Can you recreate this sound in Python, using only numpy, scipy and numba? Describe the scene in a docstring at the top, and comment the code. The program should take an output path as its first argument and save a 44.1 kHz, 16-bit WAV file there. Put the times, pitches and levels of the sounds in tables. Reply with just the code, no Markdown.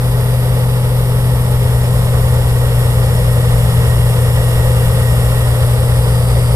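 """On a snowy road, some twenty metres away, a wheel loader pushes a snow blower along.
The blower's six-cylinder diesel drones at full speed, driving an impeller (the wheel that throws snow)
and a cooling fan; the loader's own engine hums lower. The exhaust hisses under a thin turbo whistle.
Snow rumbles in the housing and rushes out of the chute. After a second the blower bites into the bank:
the engine sags, the turbo speeds up and the noise swells, easing near the end."""
import sys
import numpy as np
from scipy import signal
from scipy.fft import rfft, irfft
from scipy.io import wavfile
from numba import njit

SR = 44100
rng = np.random.default_rng(int(sys.argv[2]) if len(sys.argv) > 2 else 0)


def store_pcm(level_fs):
    """Save levels as 16-bit WAV."""
    pcm = np.round(np.clip(level_fs, -1, 1) * 32767).astype(np.int16)
    wavfile.write(sys.argv[1], SR, np.atleast_2d(pcm).T)


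N = 288855
TIME = np.arange(N) / SR
BIN_HZ = np.maximum(np.arange(N // 2 + 1) * SR / N, 1)
BITE_S, BITE_RISE_S = 1.0, 2.6
EASE_S, EASE_LENGTH_S, EASE_SHARE = 5.3, 0.97, 0.165


def from_db(db):
    """Turn decibels into a gain."""
    return 10 ** (np.asarray(db) / 20)


def rms_one(x):
    """Scale a signal to an average strength (rms) of 1."""
    return x / np.sqrt(np.mean(x ** 2) + 1e-20)


def at_hz(rows, hz):
    """Read a table's columns at the given frequencies, blending between rows."""
    points, *columns = np.transpose(rows)
    return [np.interp(np.log(hz), np.log(points), column) for column in columns]


def colour(rows):
    """Turn rows of frequency and dB into a gain for every frequency."""
    return from_db(at_hz(rows, BIN_HZ)[0])


def drift(rate_hz):
    """A smooth random wobble, about 1 in size; a higher rate wobbles faster."""
    step, settle = 40, 2000
    pole = np.exp(-2 * np.pi * rate_hz * step / SR)
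    noise = rng.standard_normal(N // step + settle + 2)
    slow = signal.lfilter([1], [1, -2 * pole, pole * pole], noise)[settle:]
    return np.interp(np.arange(N) / step, np.arange(len(slow)), rms_one(slow))


def turns_of(speed_hz):
    """Count the turns made since the start."""
    return np.cumsum(speed_hz) / SR


def with_load(light, by_load, by_easing=0, rise_s=BITE_RISE_S):
    """Start at `light`, add `by_load` times the load (0-1) and `by_easing` as the work eases."""
    bitten = np.clip((TIME - BITE_S) / rise_s, 0, 1)
    eased = np.clip((TIME - EASE_S) / EASE_LENGTH_S, 0, 1)
    load = bitten - EASE_SHARE * eased
    return light + by_load * load + by_easing * eased


# How the sound reaches the two sides. Each row: frequency in Hz, how far the right side leads in
# radians, how much louder the left is in dB, how alike the sides are from 0 to 1.
STEREO = [(57, -0.06, 1.3, 1.0), (122, -0.08, 2.3, 1.0), (170, -0.01, 3.2, 0.99), (255, 0.48, 0.3, 0.96),
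          (400, 0.48, -0.6, 0.97), (515, 0.65, 1.5, 0.97), (750, 1.06, -2.8, 0.87), (1200, 1.2, -3.9, 0.88),
          (1525, 1.46, -3.3, 0.68), (1925, 2.09, -4.6, 0.66), (3050, 2.93, -1.8, 0.81),
          (4000, 3.01, 0.3, 0.68), (4870, 5, 9, 0.4), (6650, 1.5, 0.5, 0.63)]

def stereo_gains(hz):
    """The left and right side each get the sound with their own level and timing."""
    lead, balance_db, _ = at_hz(STEREO, hz)
    left = from_db(balance_db / 2) * np.exp(-.5j * lead)
    return np.array([left, 1 / left])


def stereo_noise(gain):
    """Shaped noise arrives partly straight and partly scattered by trees and banks."""
    direct, *scattered = rfft(rng.standard_normal((3, N)))
    _, _, alike = at_hz(STEREO, BIN_HZ)
    blend = np.sqrt(alike) * direct + np.sqrt(1 - alike) * np.array(scattered)
    return rms_one(irfft(gain * stereo_gains(BIN_HZ) * blend, N))


def spinning_tones(speed_hz, rows, load_db, rough, waver_hz):
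    """A spinning part makes tones at multiples of its speed; the higher ones waver more."""
    turns, lowest = turns_of(speed_hz), rows[0][0]
    out = np.zeros((2, N))
    for multiple, level_db, swell in rows:
        waver = 1 + rough * np.sqrt(multiple / lowest) * (drift(waver_hz) + 1j * drift(waver_hz))
        wave = np.exp(2j * np.pi * (multiple * turns + rng.random()))
        tone = np.sqrt(2) * from_db(level_db + swell * load_db) * waver * wave
        out += np.real(stereo_gains(multiple * speed_hz.mean())[:, None] * tone)
    return out


# The diesel's tones. Each row: multiple of crankshaft speed, level in dB, dB gained per dB of load.
DIESEL_TONES = [(2.5, -35.7, 0), (3, -12.4, .5), (4, -43.8, 0), (5, -46.9, -1), (5.5, -42.1, 1),
                (6, -41.5, -3), (7, -49.5, 0), (9, -50.3, 0), (10, -40.2, -3.3), (10.5, -45.6, 0),
                (11, -44.1, 0), (11.5, -40.7, 1), (12, -35.5, 1.5), (13, -34.9, 2.5)]

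def diesel_drone(crank_hz, load_db):
    """Six cylinders fire three times per crankshaft turn, so that tone leads the exhaust note."""
    return spinning_tones(crank_hz, DIESEL_TONES, load_db, rough=0.017, waver_hz=19)


# The impeller's tones. Each row: multiple of its speed, level in dB, dB gained per dB of load.
IMPELLER_TONES = [(3, -33.2, .8), (5, -36.8, 1), (6, -23, 3.5), (7, -29.7, 2), (8, -32.8, 2), (9, -28.2, 1),
                  (15, -37.2, 1), (18, -39.2, 1)]

def impeller(crank_hz, load_db, gear_ratio=0.2439):
    """The snow-throwing blades are geared to the engine and hum louder under load."""
    return spinning_tones(gear_ratio * crank_hz, IMPELLER_TONES, load_db, rough=0.14, waver_hz=0.65)


# The fan's tones. Each row: multiple of its blade rate, level in dB, dB gained per dB of load.
FAN_TONES = [(1, -30.5, -1), (2, -49.6, -1), (3, -41.9, -1), (5, -49, -2)]

def cooling_fan(crank_hz, load_db, blades_per_turn=4.102):
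    """The engine drives the fan, whose passing blades make an unsteady hum."""
    return spinning_tones(blades_per_turn * crank_hz, FAN_TONES, load_db, rough=0.45, waver_hz=0.75)


# The clatter's colour. Each row: frequency in Hz, relative level in dB.
CLATTER_COLOUR = [(400, 7), (570, 17.5), (720, -2), (920, 23), (1250, -22), (1550, -4), (2200, -21),
                  (3000, -36)]

def clatter(crank_hz):
    """Injectors, valves and gears repeat the same noise every two crankshaft turns."""
    cycle = rng.standard_normal(512)
    repeated = np.interp(turns_of(crank_hz) / 2, np.arange(len(cycle)) / len(cycle), cycle, period=1)
    heard = irfft(rfft(repeated) * colour(CLATTER_COLOUR) * stereo_gains(BIN_HZ), N)
    return from_db(-38) * rms_one(heard)


def loader_engine():
    """The loader's own engine hums lower, its speed wandering as it creeps forward."""
    firing_hz = with_load(53.8, 2.51, 5.95) + 0.774 * drift(0.78)
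    hum = spinning_tones(firing_hz, [(1, 0, 0)], load_db=0, rough=0.1, waver_hz=3)
    return from_db(with_load(-24.5, -5.5, 4)) * hum


def firing_throb(crank_hz, depth):
    """A gain that swells with each of the three firings in a crankshaft turn."""
    return 1 + depth * np.cos(2 * np.pi * 3 * turns_of(crank_hz))


@njit
def moving_resonance(x, hz, width_hz):
    """A filter that rings at steady power while its pitch and width glide."""
    out = np.zeros(len(x))
    for i in range(2, len(x)):
        r = np.exp(-np.pi * width_hz[i] / SR)
        ringing = 2 * r * np.cos(2 * np.pi * hz[i] / SR) * out[i - 1] - r * r * out[i - 2]
        out[i] = np.sqrt(1 - r * r) * (x[i] - x[i - 2]) + ringing
    return out


def jet_tone(hz, width_hz, level_db):
    """A hollow tone in the exhaust jet: noise sent twice through a ringing filter."""
    once = moving_resonance(rng.standard_normal(N), hz, width_hz)
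    return from_db(level_db) * rms_one(moving_resonance(once, hz, width_hz))


# The hiss's colour. Each row: frequency in Hz, relative level in dB.
HISS_COLOUR = [(4300, -32.5), (4850, -15), (5150, -8), (5750, -7.5), (6150, -21), (7300, -6), (8200, 0.8),
               (9500, 2.5), (11800, 3.5), (13000, 0.5), (14200, -4), (15200, -18), (16000, -34)]

def exhaust_hiss(crank_hz, hiss_db, open_s=0.77):
    """Gas hisses out in step with the firings, wider under load, with two hollow tones in the jet."""
    spectrum = rfft(rng.standard_normal(N)) * colour(HISS_COLOUR)
    top_share = np.clip((BIN_HZ - 7000) / 6000, 0, 1)
    flank_share = np.exp(-((BIN_HZ - 6640) / 780) ** 2)   # the low edge, which opens at the bite
    body = spectrum * (1 - flank_share)
    top_db = with_load(-0.9, -1.6, -3)
    top = irfft(body * top_share, N) * from_db(top_db)
    bottom = irfft(body * (1 - top_share), N) * from_db(-top_db / 2)
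    flank = irfft(spectrum * flank_share, N) * from_db(with_load(-5, 10, -18, open_s))
    flicker = from_db(0.48 * drift(18))
    jet = rms_one(top + bottom + flank) * firing_throb(crank_hz, depth=0.058) * flicker
    upper = jet_tone(hz=with_load(5420, -100, -57, open_s),
                     width_hz=with_load(310, -180, 300, open_s),
                     level_db=with_load(-13.5, -3.6, 0, open_s))
    lower = jet_tone(hz=with_load(4800, 100, -77, open_s),
                     width_hz=with_load(260, 300, 100, open_s),
                     level_db=with_load(-18, -3, 10.5, open_s))
    lean_left = from_db([[2], [-2]])
    return from_db(hiss_db - 0.03) * (jet + (upper + lower) * lean_left)


def turbo_whistle(load, hiss_db):
    """The turbo speeds up with the load and keeps its speed; its whistle dips while it climbs."""
    boost = np.maximum.accumulate(load)
    pitch_hz = 11850 + 480 * boost + 11 * drift(20)
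    whistle = np.sqrt(2) * np.sin(2 * np.pi * turns_of(pitch_hz))
    dip_db = -3.5 * np.sin(np.pi * boost ** 2)
    waver_db = 1.8 * drift(5)
    return from_db(hiss_db + with_load(-11, -4, -4) + dip_db + waver_db) * whistle


# The rumble's colour. Each row: frequency in Hz, relative level in dB.
RUMBLE_COLOUR = [(15, -5), (39, -23), (52, -9), (72, 0.5), (105, -9), (140, -9.5), (190, -16.5), (300, -23),
                 (500, -91)]

def churning_snow(bass_below_hz=150):
    """Lumps tumble through the feed screw and impeller; the housing fills early, adding bass."""
    churn = stereo_noise(colour(RUMBLE_COLOUR))
    bass = irfft(rfft(churn) / (1 + (BIN_HZ / bass_below_hz) ** 8), N)
    swell_db = with_load(-22.5, 3.5, -1, rise_s=1.8)
    return from_db(swell_db - 0.9) * bass + from_db(swell_db.mean() - 2.8) * (churn - bass)


def resonances(rows):
    """The gain at every frequency of a body that rings at a few pitches."""
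    return np.abs(sum(from_db(db) / (1 + 2j * (BIN_HZ - hz) / width) for hz, width, db in rows))


# Snow and air leaving the chute. Each row: frequency in Hz, relative level in dB.
RUSH_COLOUR = [(150, -33), (300, -9.5), (400, -0.5), (680, -.5), (920, -1), (1250, -2), (1600, -9),
               (2100, -7.5), (2500, -11.5), (3600, -9), (4400, -15), (6100, -19.5), (7300, -18.5),
               (9000, -103)]
# The housing's boom. Each row: pitch in Hz, width in Hz, relative level in dB.
HOUSING_BOOM = [(478, 71, 1.5), (517, 29, 2), (574.5, 44, 0)]
# The steel chute's ring. Each row: pitch in Hz, width in Hz, relative level in dB.
CHUTE_RING = [(1885, 55, 0), (2825, 100, -5), (3285, 80, -9)]

def snow_stream(crank_hz, rush_db, load_db):
    """Rushing snow booms in the housing, more under load, and scrapes the steel chute so it rings."""
    stream = colour(RUSH_COLOUR)
    lumps = from_db(0.74 * drift(27))   # snow feeds unevenly
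    rush = from_db(rush_db) * stereo_noise(stream)
    boom = from_db(rush_db + 0.52 * load_db) * stereo_noise(stream * resonances(HOUSING_BOOM))
    ring_db = with_load(-39, 6, -5.5, rise_s=3) + 0.04
    ring = from_db(ring_db) * stereo_noise(stream * resonances(CHUTE_RING))
    return ((rush + boom) * lumps + ring) * firing_throb(crank_hz, depth=0.075)


def scene():
    """The machine works into the snow bank: the load drags the engine down and swells the noise."""
    load = with_load(light=0, by_load=1)
    crank_hz = 41 - 0.97 * load
    hiss_db = with_load(-34, 3, 0.1, rise_s=3.7)
    rush_db = with_load(-25, 1.88, 0.2) - 3.5
    load_db = rush_db - rush_db.mean()   # how far the snow's rush is above its average
    blower = diesel_drone(crank_hz, load_db) + impeller(crank_hz, load_db)
    blower += cooling_fan(crank_hz, load_db) + clatter(crank_hz)
    machine = blower + loader_engine() + exhaust_hiss(crank_hz, hiss_db) + turbo_whistle(load, hiss_db)
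    return machine + churning_snow() + snow_stream(crank_hz, rush_db, load_db)


def record(dry, cutoff_hz=15650):
    """Round off the tallest peaks and cut the highest treble."""
    rounded = dry / (1 + np.abs(dry) ** 8) ** (1 / 8)
    low_pass = signal.ellip(10, .1, 80, cutoff_hz, fs=SR, output="sos")
    return signal.sosfilt(low_pass, rounded)


dry = scene()
out = record(dry)
store_pcm(out)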